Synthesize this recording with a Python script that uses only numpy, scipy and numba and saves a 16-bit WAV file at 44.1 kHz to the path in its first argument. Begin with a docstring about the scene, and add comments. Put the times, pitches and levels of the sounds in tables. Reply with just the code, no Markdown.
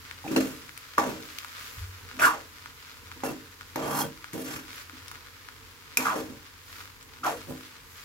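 """In a tiled kitchen, close to a phone, a stove hums and vegetables sizzle and pop in a metal pan.
From a quarter of a second on, a steel spoon turns them: it lands, pushes and eases off. Its slips ring
the food-damped pan at a contact resonance that sinks as food piles up; grit rings the spoon, and at
times its edge squeaks. Near 1.8 s the stove top thumps once. The sizzle slowly declines, flaring when
wet food is turned over. Near 7 s the spoon clinks lightly, and the last strokes follow."""
import sys
import numpy as np
from scipy import signal
from scipy.fft import rfft, irfft, next_fast_len
from scipy.io import wavfile
from scipy.ndimage import uniform_filter1d
from numba import njit

SR = 44100
rng = np.random.default_rng(int(sys.argv[2]) if len(sys.argv) > 2 else 0)


def persist_wave(psi):
    """Save psi, clipped to +-1, as 16-bit WAV."""
    counts = np.round(np.clip(psi, -1, 1) * 32767).astype(np.int16)
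    wavfile.write(sys.argv[1], SR, np.atleast_2d(counts).T)


N = 354563
TIME = np.arange(N) / SR
RING = TIME[:SR // 2]  # time axis of one decay [s]

# modes of the steel spoon: (frequency [Hz], relative level [dB], t60 [s])
SPOON_MODES = [(2784, -0.5, 0.072), (3255, -2, 0.12), (4277, -4.5, .11), (5450, 0.5, 0.063),
               (6370, -2.5, 0.089), (7590, -2, 0.089), (11400, -5, 0.075)]


def amp(db):
    """Decibels to amplitude ratio."""
    return 10 ** (np.asarray(db) / 20)


def unit(x):
    """Normalisation to rms 1."""
    return x / np.sqrt(np.mean(x ** 2))


def steady(x, size=1400):
    """Normalisation to a running rms of 1, which keeps the fast grain."""
    power = uniform_filter1d(np.mean(x ** 2, axis=0), size)
    return x / np.sqrt(uniform_filter1d(power, size // 2) + 1e-18)


def colour(x, points):
    """Spectral shaping by a curve of (frequency [Hz], gain [dB]) points."""
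    hz, db = np.transpose(points)
    size = next_fast_len(x.shape[-1] + 4096)
    log_f = np.log(np.maximum(np.fft.rfftfreq(size, 1 / SR), 1))
    gain = amp(np.interp(log_f, np.log(hz), db, left=-80))
    return irfft(rfft(x, size) * gain, size)[..., :x.shape[-1]]


@njit
def svf(x, hz, width):
    """State-variable band-pass: a damped oscillator whose centre and width may move."""
    y, band, low = np.empty(len(x)), 0., 0.
    for i in range(len(x)):
        g, damping = np.tan(np.pi * hz[i] / SR), width[i] / hz[i]
        v = (band + g * (x[i] + 1e-18 - low)) / (1 + g * (g + damping))
        band, low, y[i] = 2 * v - band, low + 2 * g * v, damping * v
    return y


def resonate(x, hz, breadth):
    """Resonance with a relative bandwidth of breadth = 1 / Q."""
    hz = np.minimum(hz, .45 * SR) * np.ones(len(x))
    return svf(x, hz, hz * breadth)


def walk(rate):
    """Random modulation of rms 1, with `rate` new values a second."""
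    size = int(SR / rate)
    steps = np.repeat(rng.standard_normal(N // size + 1), size)
    return unit(uniform_filter1d(steps, size)[:N])


def clicks(rate, spread_db):
    """Shot noise: a Poisson train of tiny impacts of uneven size."""
    impacts = (rng.random(N) < rate / SR) * rng.choice([-1, 1], N)
    return unit(impacts * amp(spread_db * np.minimum(rng.exponential(size=N), 4)))


def add(track, s, sound):
    """Superposition of a sound on a track at time s."""
    start = int(s * SR)
    track[start:start + len(sound)] += sound[:N - start]


def fade(t60):
    """Exponential decay by 60 dB in t60 seconds."""
    return np.exp(-np.log(1000) * RING / t60)


def ports(mid, side, wide_hz=700):
    """Spatial coherence: two nearby microphone ports share the bass and differ in the treble."""
    side = signal.sosfilt(signal.butter(1, wide_hz, "high", fs=SR, output="sos"), side)
    return np.array([mid + side, mid - side])


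def response(early_db, early_t60, room_db, room_t60):
    """Impulse response: direct sound, early reflections off pan wall and tiles, then reverberation."""
    out = np.zeros((2, len(RING)))
    out[0, 0] = out[1, 3] = 1  # the direct sound reaches one port first
    for db, t60 in ((early_db, early_t60), (room_db, room_t60)):
        scatter = ports(*rng.standard_normal((2, len(RING))), wide_hz=495)
        out += amp(db) * scatter * fade(t60) / np.linalg.norm(fade(t60))
    # the reflections ripple the spectrum finely but leave its broad balance even
    spectrum = rfft(out)
    broad = uniform_filter1d(np.mean(np.abs(spectrum) ** 2, axis=0), size=90)
    taper = np.clip(4 * (1 - RING / RING[-1]) - 1, 0, 1)
    return irfft(spectrum / np.sqrt(broad), len(RING)) * taper


def ring(modes, db):
    """Free vibration: a sum of damped modes, each with its own phase at the two ports."""
    turns = rng.uniform(0.24, 1, len(modes))
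    sides = np.array([[1], [-1]])
    out = np.zeros((2, len(RING)))
    for (hz, mode_db, t60), turn in zip(modes, turns):
        phase = 2 * np.pi * hz * RING + sides * turn * min(hz / 1200, 1)
        out += amp(mode_db) * fade(t60) * np.cos(phase)
    return amp(db) * out


def through(x, impulse):
    """Convolution of a force with a stereo impulse response."""
    return signal.oaconvolve(x[None], impulse, axes=1)[:, :N]


def stove():
    """A modulated hum over the kitchen's rumble; the sheet-metal top thumps once in its low modes."""
    # spectrum of the quiet kitchen: (frequency [Hz], relative level [dB])
    kitchen = [(27, -28), (42, -1), (60, -9.5), (90, 0.5), (120, -7), (148, -9.5), (190, -18.5),
               (260, -8.5), (370, -17), (460, -9), (620, -30.5), (1000, -11), (1500, -34)]
    hum = np.sin(2 * np.pi * np.cumsum(88.5 + 4 * walk(9.2)) / SR) * amp(-60 + 3.5 * walk(4.7))
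    mid, side = colour(rng.standard_normal((2, N)), kitchen)
    rumble = unit(np.array([mid + 0.32 * side, mid - 0.63 * side])) * amp(-55 + 1.64 * walk(6.1))
    thump, thump_s = np.zeros(N), 1.776
    for hz, db, t60 in [(76.2, -29.5, 0.41), (92.3, -29.5, 0.6), (51.5, -34, 0.34)]:
        add(thump, thump_s, amp(db) * np.sin(2 * np.pi * hz * RING) * fade(t60) * (1 - fade(0.15)))
    return hum + rumble + thump


def evaporation():
    """Gains of sizzle and steam: a slow decline, to which the flares add in power."""
    # wet food meets hot metal: (peak time [s], rise [s], fall [s], sizzle level [dB], steam level [dB])
    flares = [(1.32, .12, 0.42, -49, -52.5), (1.64, 0.056, 0.058, -40.5, -49),
              (1.72, .04, 0.12, -52, -50.5), (2.82, 0.028, 0.087, -53, -64), (4.78, .06, .05, -42, -48.5),
              (5.11, 0.24, 0.082, -51, -61), (6.78, 0.093, .07, -49, -51), (7.62, 0.24, 0.1, -50, -55.5),
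              (8.0, 0.11, 0.047, -48, -53)]
    sizzle = amp(-47 - 0.49 * TIME)
    steam = amp(-54.5 - 0.5 * TIME)
    for s, rise, fall, sizzle_db, steam_db in flares:
        flare = np.exp(-((TIME - s) / np.where(TIME < s, rise, fall)) ** 2 / 2)
        sizzle = np.hypot(sizzle, amp(sizzle_db) * flare)
        steam = np.hypot(steam, amp(steam_db) * flare)
    return sizzle, steam


def frying(air):
    """Shot noise of countless bursting bubbles, coarse and fine, under a hiss of steam."""
    # spectra of bubbles and steam: (frequency [Hz], relative level [dB])
    bubble_spectrum = [(500, -9), (850, -13.5), (1200, 1.5), (2000, -0.5), (3200, -4), (5000, -5.5),
                       (7200, -14.5), (8500, -18.5), (15000, -28.5)]
    steam_spectrum = [(4000, -12), (7000, 1), (8500, -7), (12000, 0), (15500, -3.5)]
    sizzle_gain, steam_gain = evaporation()
    crackle = unit(through(colour(clicks(rate=80, spread_db=2.5), bubble_spectrum), air))
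    fine_bursts = ports(clicks(rate=4000, spread_db=1.5), clicks(rate=2800, spread_db=-1.5))
    fizz = unit(colour(fine_bursts, bubble_spectrum))
    hiss = ports(clicks(rate=6000, spread_db=1.0), clicks(rate=5500, spread_db=7))
    steam = unit(colour(hiss, steam_spectrum))
    bubbles = (amp(-7) * crackle + amp(-2.5) * fizz) * amp(1.07 * walk(25))
    return bubbles * sizzle_gain + steam * steam_gain


def pops_and_clink(air):
    """Impulse excitation: each pop or clink is a damped resonance with a snap of noise on top."""
    # pops of oil and wet food, and one light spoon clink near 7 s:
    # (time [s], relative level [dB], centre [Hz], relative snap level [dB])
    events = [(.1118, -29.5, 1920, -32), (0.693, -34.5, 1840, -28), (.7761, -35, 2200, 0),
              (1.226, -35, 4170, -26), (1.386, -27.5, 2830, -6), (1.4468, -31.5, 1260, -13),
              (2.1133, -36, 1480, -26), (2.6589, -33.5, 1210, -31), (3.116, -33.5, 1470, -25),
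              (3.2045, -41, 1410, -18), (3.6103, -33.5, 1410, -26), (4.2434, -31, 1420, -26),
              (4.8966, -35.5, 1370, -26), (5.0818, -37, 3280, -3), (5.1144, -34.5, 1170, -6),
              (5.1556, -37, 1460, -22), (5.487, -35, 1360, -26), (6.8055, -38.5, 1160, -20),
              (7.0276, -40, 7540, -9)]
    out = np.zeros(N)
    no_bass = signal.butter(3, 900, "high", fs=SR, output="sos")
    for s, db, hz, snap_db in events:
        body = signal.sosfilt(no_bass, resonate(fade(.0001), hz, breadth=0.52))
        snap = resonate(rng.standard_normal(len(RING)) * fade(0.0074), hz=8300, breadth=2.2)
        snap = amp(snap_db + 3.5) * snap / np.abs(snap).max()
        add(out, s, amp(db) * (body / np.abs(body).max() + snap))
    return amp(8.0) * through(out, air)


def squeaks():
    """Self-excited vibration: friction feeds one mode unevenly for a moment, then the food damps it."""
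    # the dragged edge locks onto a mode: (start [s], end [s], frequency [Hz], median level [dB])
    lock_ins = [(0.241, .266, 798, -42.5), (2.218, 2.277, 7650, -43), (2.22, 2.311, 468, -47),
                (2.235, 2.253, 2850, -38), (3.246, 3.294, 2720, -51.5), (3.9, 4.053, 1507, -46),
                (3.81, 4.0, 3245, -53), (3.95, 4.022, 5370, -45.5), (3.978, 4.01, 4240, -47),
                (4.005, 4.04, 3252, -43.5), (6.15, 6.238, 456.4, -48.5), (7.232, 7.265, 1314, -38),
                (7.28, 7.39, 461.4, -47.5)]
    out = np.zeros((2, N))
    for s, end, hz, db in lock_ins:
        held = np.minimum(RING / 0.0042, 1) * np.exp(-np.maximum(RING + s - end, 0) / 0.014)
        phase = 2 * np.pi * np.cumsum(hz + 28 * walk(259)[:len(RING)]) / SR
        # the ports hear each mode a little out of step
        for port, turn in zip(out, (0, rng.uniform(-0.8, 1.9))):
            add(port, s, np.sqrt(2) * amp(db) * held * np.sin(phase + turn))
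    return out * amp(5.3 * walk(200))


def strokes():
    """Contact resonance and scraping gains: sound swells with the push; piled food lowers the pitch."""
    # the spoon lands, drags up to its hardest push, holds it and eases off; levels are those of the push
    # (landing [s], drag [s], hold [s], landing resonance [Hz], push resonance [Hz], rasp level [dB],
    #  rasp swell [dB], pan base level [dB], crunch level [dB], grit level [dB], grit swell [dB],
    #  rasp release [dB/s], grit release [dB/s])
    gestures = [(0.242, 0.077, .02, 600, 513, -44, 21, -33, -42.5, -66, 6, 205, 200),
                (0.36, 0.009, 0.004, 560, 565, -28.5, -10, -34.5, -33.5, -41, 0, 182, 73),
                (0.978, 0.0028, .004, 1130, 940, -24, -6, -33.5, -34, -43, 0, 132, 102),
                (2.189, .048, 0.024, 1380, 1490, -15, 20, -39.5, -31, -29.5, 12, 227, 270),
                (3.233, 0.016, 0.025, 660, 690, -33.5, -2, -35.5, -41, -40.5, 11, 224, 340),
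                (3.756, .25, .012, 530, 930, -30, 6.5, -34, -40.5, -30, 30, 304, 500),
                (4.339, 0.063, 0.0077, 507, 494, -42.5, 5, -38.5, -47.5, -43, 27, 172, 73),
                (4.457, 0.094, .008, 570, 845, -47.5, 9, -47.5, -40, -47, 12, 256, 450),
                (5.972, 0.028, 0.043, 970, 1060, -35, 6, -41.5, -38, -43, -4, 202, 150),
                (6.053, 0.017, 0.046, 1230, 1290, -28, 0, -49, -46, -51, 0, 159, 120),
                (6.154, 0.018, 0.013, 597, 503, -40.5, 3, -40.5, -45, -48, 7, 235, 242),
                (7.235, .032, 0.013, 1000, 880, -25, 13, -42, -35.5, -41, 2, 229, 126),
                (7.471, .035, .015, 460, 490, -44, 12, -43, -70, -75, 0, 240, 100)]
    landing_s, air_gap_s, base_linger_s = 0.0027, .02, 0.034
    sink_octaves_per_s, buried_hz = 8.5, 493.0
    bite = 0.23  # share of the drag before the edge bites again after the spoon rebounds from landing
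    age = TIME[:SR]
    hz, gains = np.full(N, buried_hz), np.zeros((4, N))
    for (s, drag, hold, land_hz, push_hz, rasp_db, swell_db, base_db, crunch_db,
         grit_db, grit_swell_db, release, grit_release) in gestures:
        to_go = np.clip(1 - age / drag, 0, 1)
        easing = np.maximum(age - drag - hold, 0)
        base_easing = np.maximum(easing - base_linger_s, 0)
        biting = np.minimum(age / (bite * drag), 1) ** 3
        rasp = amp(rasp_db - swell_db * to_go - release * easing)
        # pan base and crunch follow only a share of the rasp's swell and release
        base = amp(base_db - 0.4 * swell_db * to_go - 0.6 * release * base_easing)
        crunch = amp(crunch_db - 0.45 * swell_db * to_go - 0.64 * release * easing)
        grit = amp(grit_db - grit_swell_db * to_go - grit_release * easing) * biting
        for gain, shape in zip(gains, (rasp, base, crunch, grit)):
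            add(gain, s, shape * np.minimum(age / landing_s, 1))
        lifted = int((s - air_gap_s) * SR)
        since = TIME[lifted:] - s
        sunk = 2 ** (-sink_octaves_per_s * np.maximum(since - drag, 0))
        hz[lifted:] = np.maximum(np.interp(since, [0, drag], [land_hz, push_hz]) * sunk, buried_hz)
    return hz, gains


def scrapes(pan, spoon):
    """Stick-slip friction: the harder the edge presses, the nearer its rasp comes to a squeal."""
    # spectra of pan base, crushed food and steel grit: (frequency [Hz], relative level [dB])
    base_spectrum = [(45, -9), (105, -13), (150, 1.5), (195, -3), (255, 4.5), (315, -4), (375, -7),
                     (470, -2), (580, -20), (750, -28)]
    crunch_spectrum = [(700, -5), (1450, 10.5), (1900, 6), (2600, 3.5), (4200, -3.5), (5400, -3),
                       (7200, -2), (8500, -12), (15000, -48)]
    grit_spectrum = [(3000, -16), (6500, -10.5), (8200, -11), (10000, -6), (12000, -4), (15500, -11.5)]
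    hz, (rasp_gain, base_gain, crunch_gain, grit_gain) = strokes()
    pressure = np.clip((20 * np.log10(rasp_gain + 1e-18) + 36.4) / 12, 0, 1)
    breadth = 0.96 * (1 - pressure) + 0.23 * pressure
    # the contact point hops about, so its resonance wavers by a tenth of an octave
    hz = hz * 2 ** (.1 * walk(110))
    judder = amp(3.16 * walk(150))
    slips = clicks(rate=1100, spread_db=2.5) * judder
    # under load the slips fall into a nearly regular train
    slip_count = np.floor(np.cumsum(150 * amp(1.2 * walk(90))) / SR)
    chatter = unit(np.diff(slip_count, prepend=0))
    drive = slips + 0.73 * pressure * chatter
    rasp = through(resonate(resonate(drive, hz, breadth), hz, 1.76 * breadth), pan)
    base = through(colour(slips, base_spectrum), pan)
    crunch = through(colour(clicks(rate=1000, spread_db=3.0) * judder, crunch_spectrum), spoon)
    grit = through(colour(clicks(rate=1600, spread_db=-1) * judder, grit_spectrum), spoon)
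    body = steady(rasp, size=900) * rasp_gain + steady(base, size=900) * np.hypot(base_gain, nudges())
    spoon_ring = through(slips, ring(SPOON_MODES, db=0))
    ring_gain = amp(-11.5) * np.hypot(grit_gain, crunch_gain)
    return body + steady(crunch) * crunch_gain + steady(grit) * grit_gain + steady(spoon_ring) * ring_gain


def knocks(pan, spoon, near):
    """Impact excitation: each blow thuds at the contact resonance, rings the pan and ticks the spoon."""
    # spoon on pan: (time [s], resonance [Hz], relative thud level [dB], relative tick level [dB])
    blows = [(.279, 2530, -29.5, -45), (.312, 293, -21, -42), (.363, 2770, -18.5, -28),
             (.363, 4240, -19.5, -27), (.369, 297, -14.5, -31), (.384, 298, -13.5, -44),
             (.981, 1140, -10.5, -22), (0.982, 1760, -17, -22), (2.196, 2500, -23, -35),
             (3.236, 780, -20.5, -43), (3.759, 900, -23.5, -26), (4.333, 245, -34, -27),
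             (5.972, 2455, -10, -9), (6.056, 1380, -21, -39), (6.068, 1320, -19, -34),
             (6.084, 1260, -18.5, -30), (7.247, 1330, -21, -36), (7.488, 324, -34, -47)]
    # spectrum of the tick: (frequency [Hz], relative level [dB])
    tick_spectrum = [(900, 4), (2000, 14), (2800, -5), (4000, 0), (6500, 6), (8500, 1), (12000, 5),
                     (15500, -4)]
    push, tick = np.zeros((2, N))
    for s, hz, thud_db, tick_db in blows:
        add(push, s, amp(thud_db) * np.sin(2 * np.pi * hz * RING) * fade(0.016 + 7 / hz))
        add(tick, s, amp(tick_db) * rng.standard_normal(len(RING)) * fade(0.0024))
    # the blows carry no deep bass
    push = signal.sosfilt(signal.butter(3, 190, "high", fs=SR, output="sos"), push)
    thud = amp(-3.5) * through(push, near + pan)
    return thud + amp(2) * through(colour(tick, tick_spectrum), near + spoon)


def nudges():
    """Transient gain of the pan base: a quick rise, then an exponential decay."""
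    # pushed food shifts the pan on its stand: (time [s], level [dB])
    shifts = [(.482, -48), (1.06, -31), (1.185, -49), (2.135, -47), (2.17, -44), (3.158, -49.5),
              (4.335, -33.5), (4.925, -48.5), (5.983, -31.5), (6.292, -39.5), (7.21, -49), (7.49, -35.5)]
    shape = np.minimum(RING / 0.0069, 1) * fade(t60=0.32)
    gain = np.zeros(N)
    for s, db in shifts:
        add(gain, s, amp(db) * shape / shape.max())
    return gain


def scene():
    """Superposition of spoon, food and stove, with the responses of pan, spoon and kitchen."""
    # modes of the pan full of food: (frequency [Hz], relative level [dB], t60 [s])
    pan_modes = [(145, -11, 0.39), (263.7, -1, 0.18), (311.8, 7, 0.22), (459, 0.5, 0.19), (559, 4, 0.11),
                 (636, 0, 0.15), (788, -4, 0.32), (955, -1.5, 0.38), (1005, -3.5, 0.2), (1164, 8.5, 0.068),
                 (1332, -1.5, 0.094), (1430, 15, 0.033), (1465, -29, 0.14), (1440, -12, 0.45),
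                 (2360, -1, 0.32), (2635, 6, 0.099)]
    pan = response(early_db=-1.5, early_t60=0.019, room_db=3, room_t60=0.36)
    pan += ring(pan_modes, db=-48.5)
    spoon = response(early_db=15, early_t60=0.049, room_db=8.0, room_t60=0.56)
    spoon += ring(SPOON_MODES, db=-47.0)
    # the food's surface faces the phone, so its sound arrives almost dry
    near = response(early_db=-1, early_t60=.008, room_db=-8, room_t60=.22)
    # crackle, pops and the clink also ring the pan faintly
    in_pan = near + ring(pan_modes, db=-55.5)
    stirring = scrapes(pan, spoon) + squeaks() + knocks(pan, spoon, near)
    return stirring + frying(in_pan) + pops_and_clink(in_pan) + stove()


def record(dry):
    """Saturation and band limiting: the phone rounds off the sharpest peaks and cuts the top."""
    ceiling, top_hz = .68, 15800
    rounded = dry / (1 + (dry / ceiling) ** 6) ** (1 / 6)
    return signal.sosfilt(signal.ellip(10, .2, 70, top_hz, fs=SR, output="sos"), rounded)


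dry = scene()
out = record(dry)
persist_wave(out)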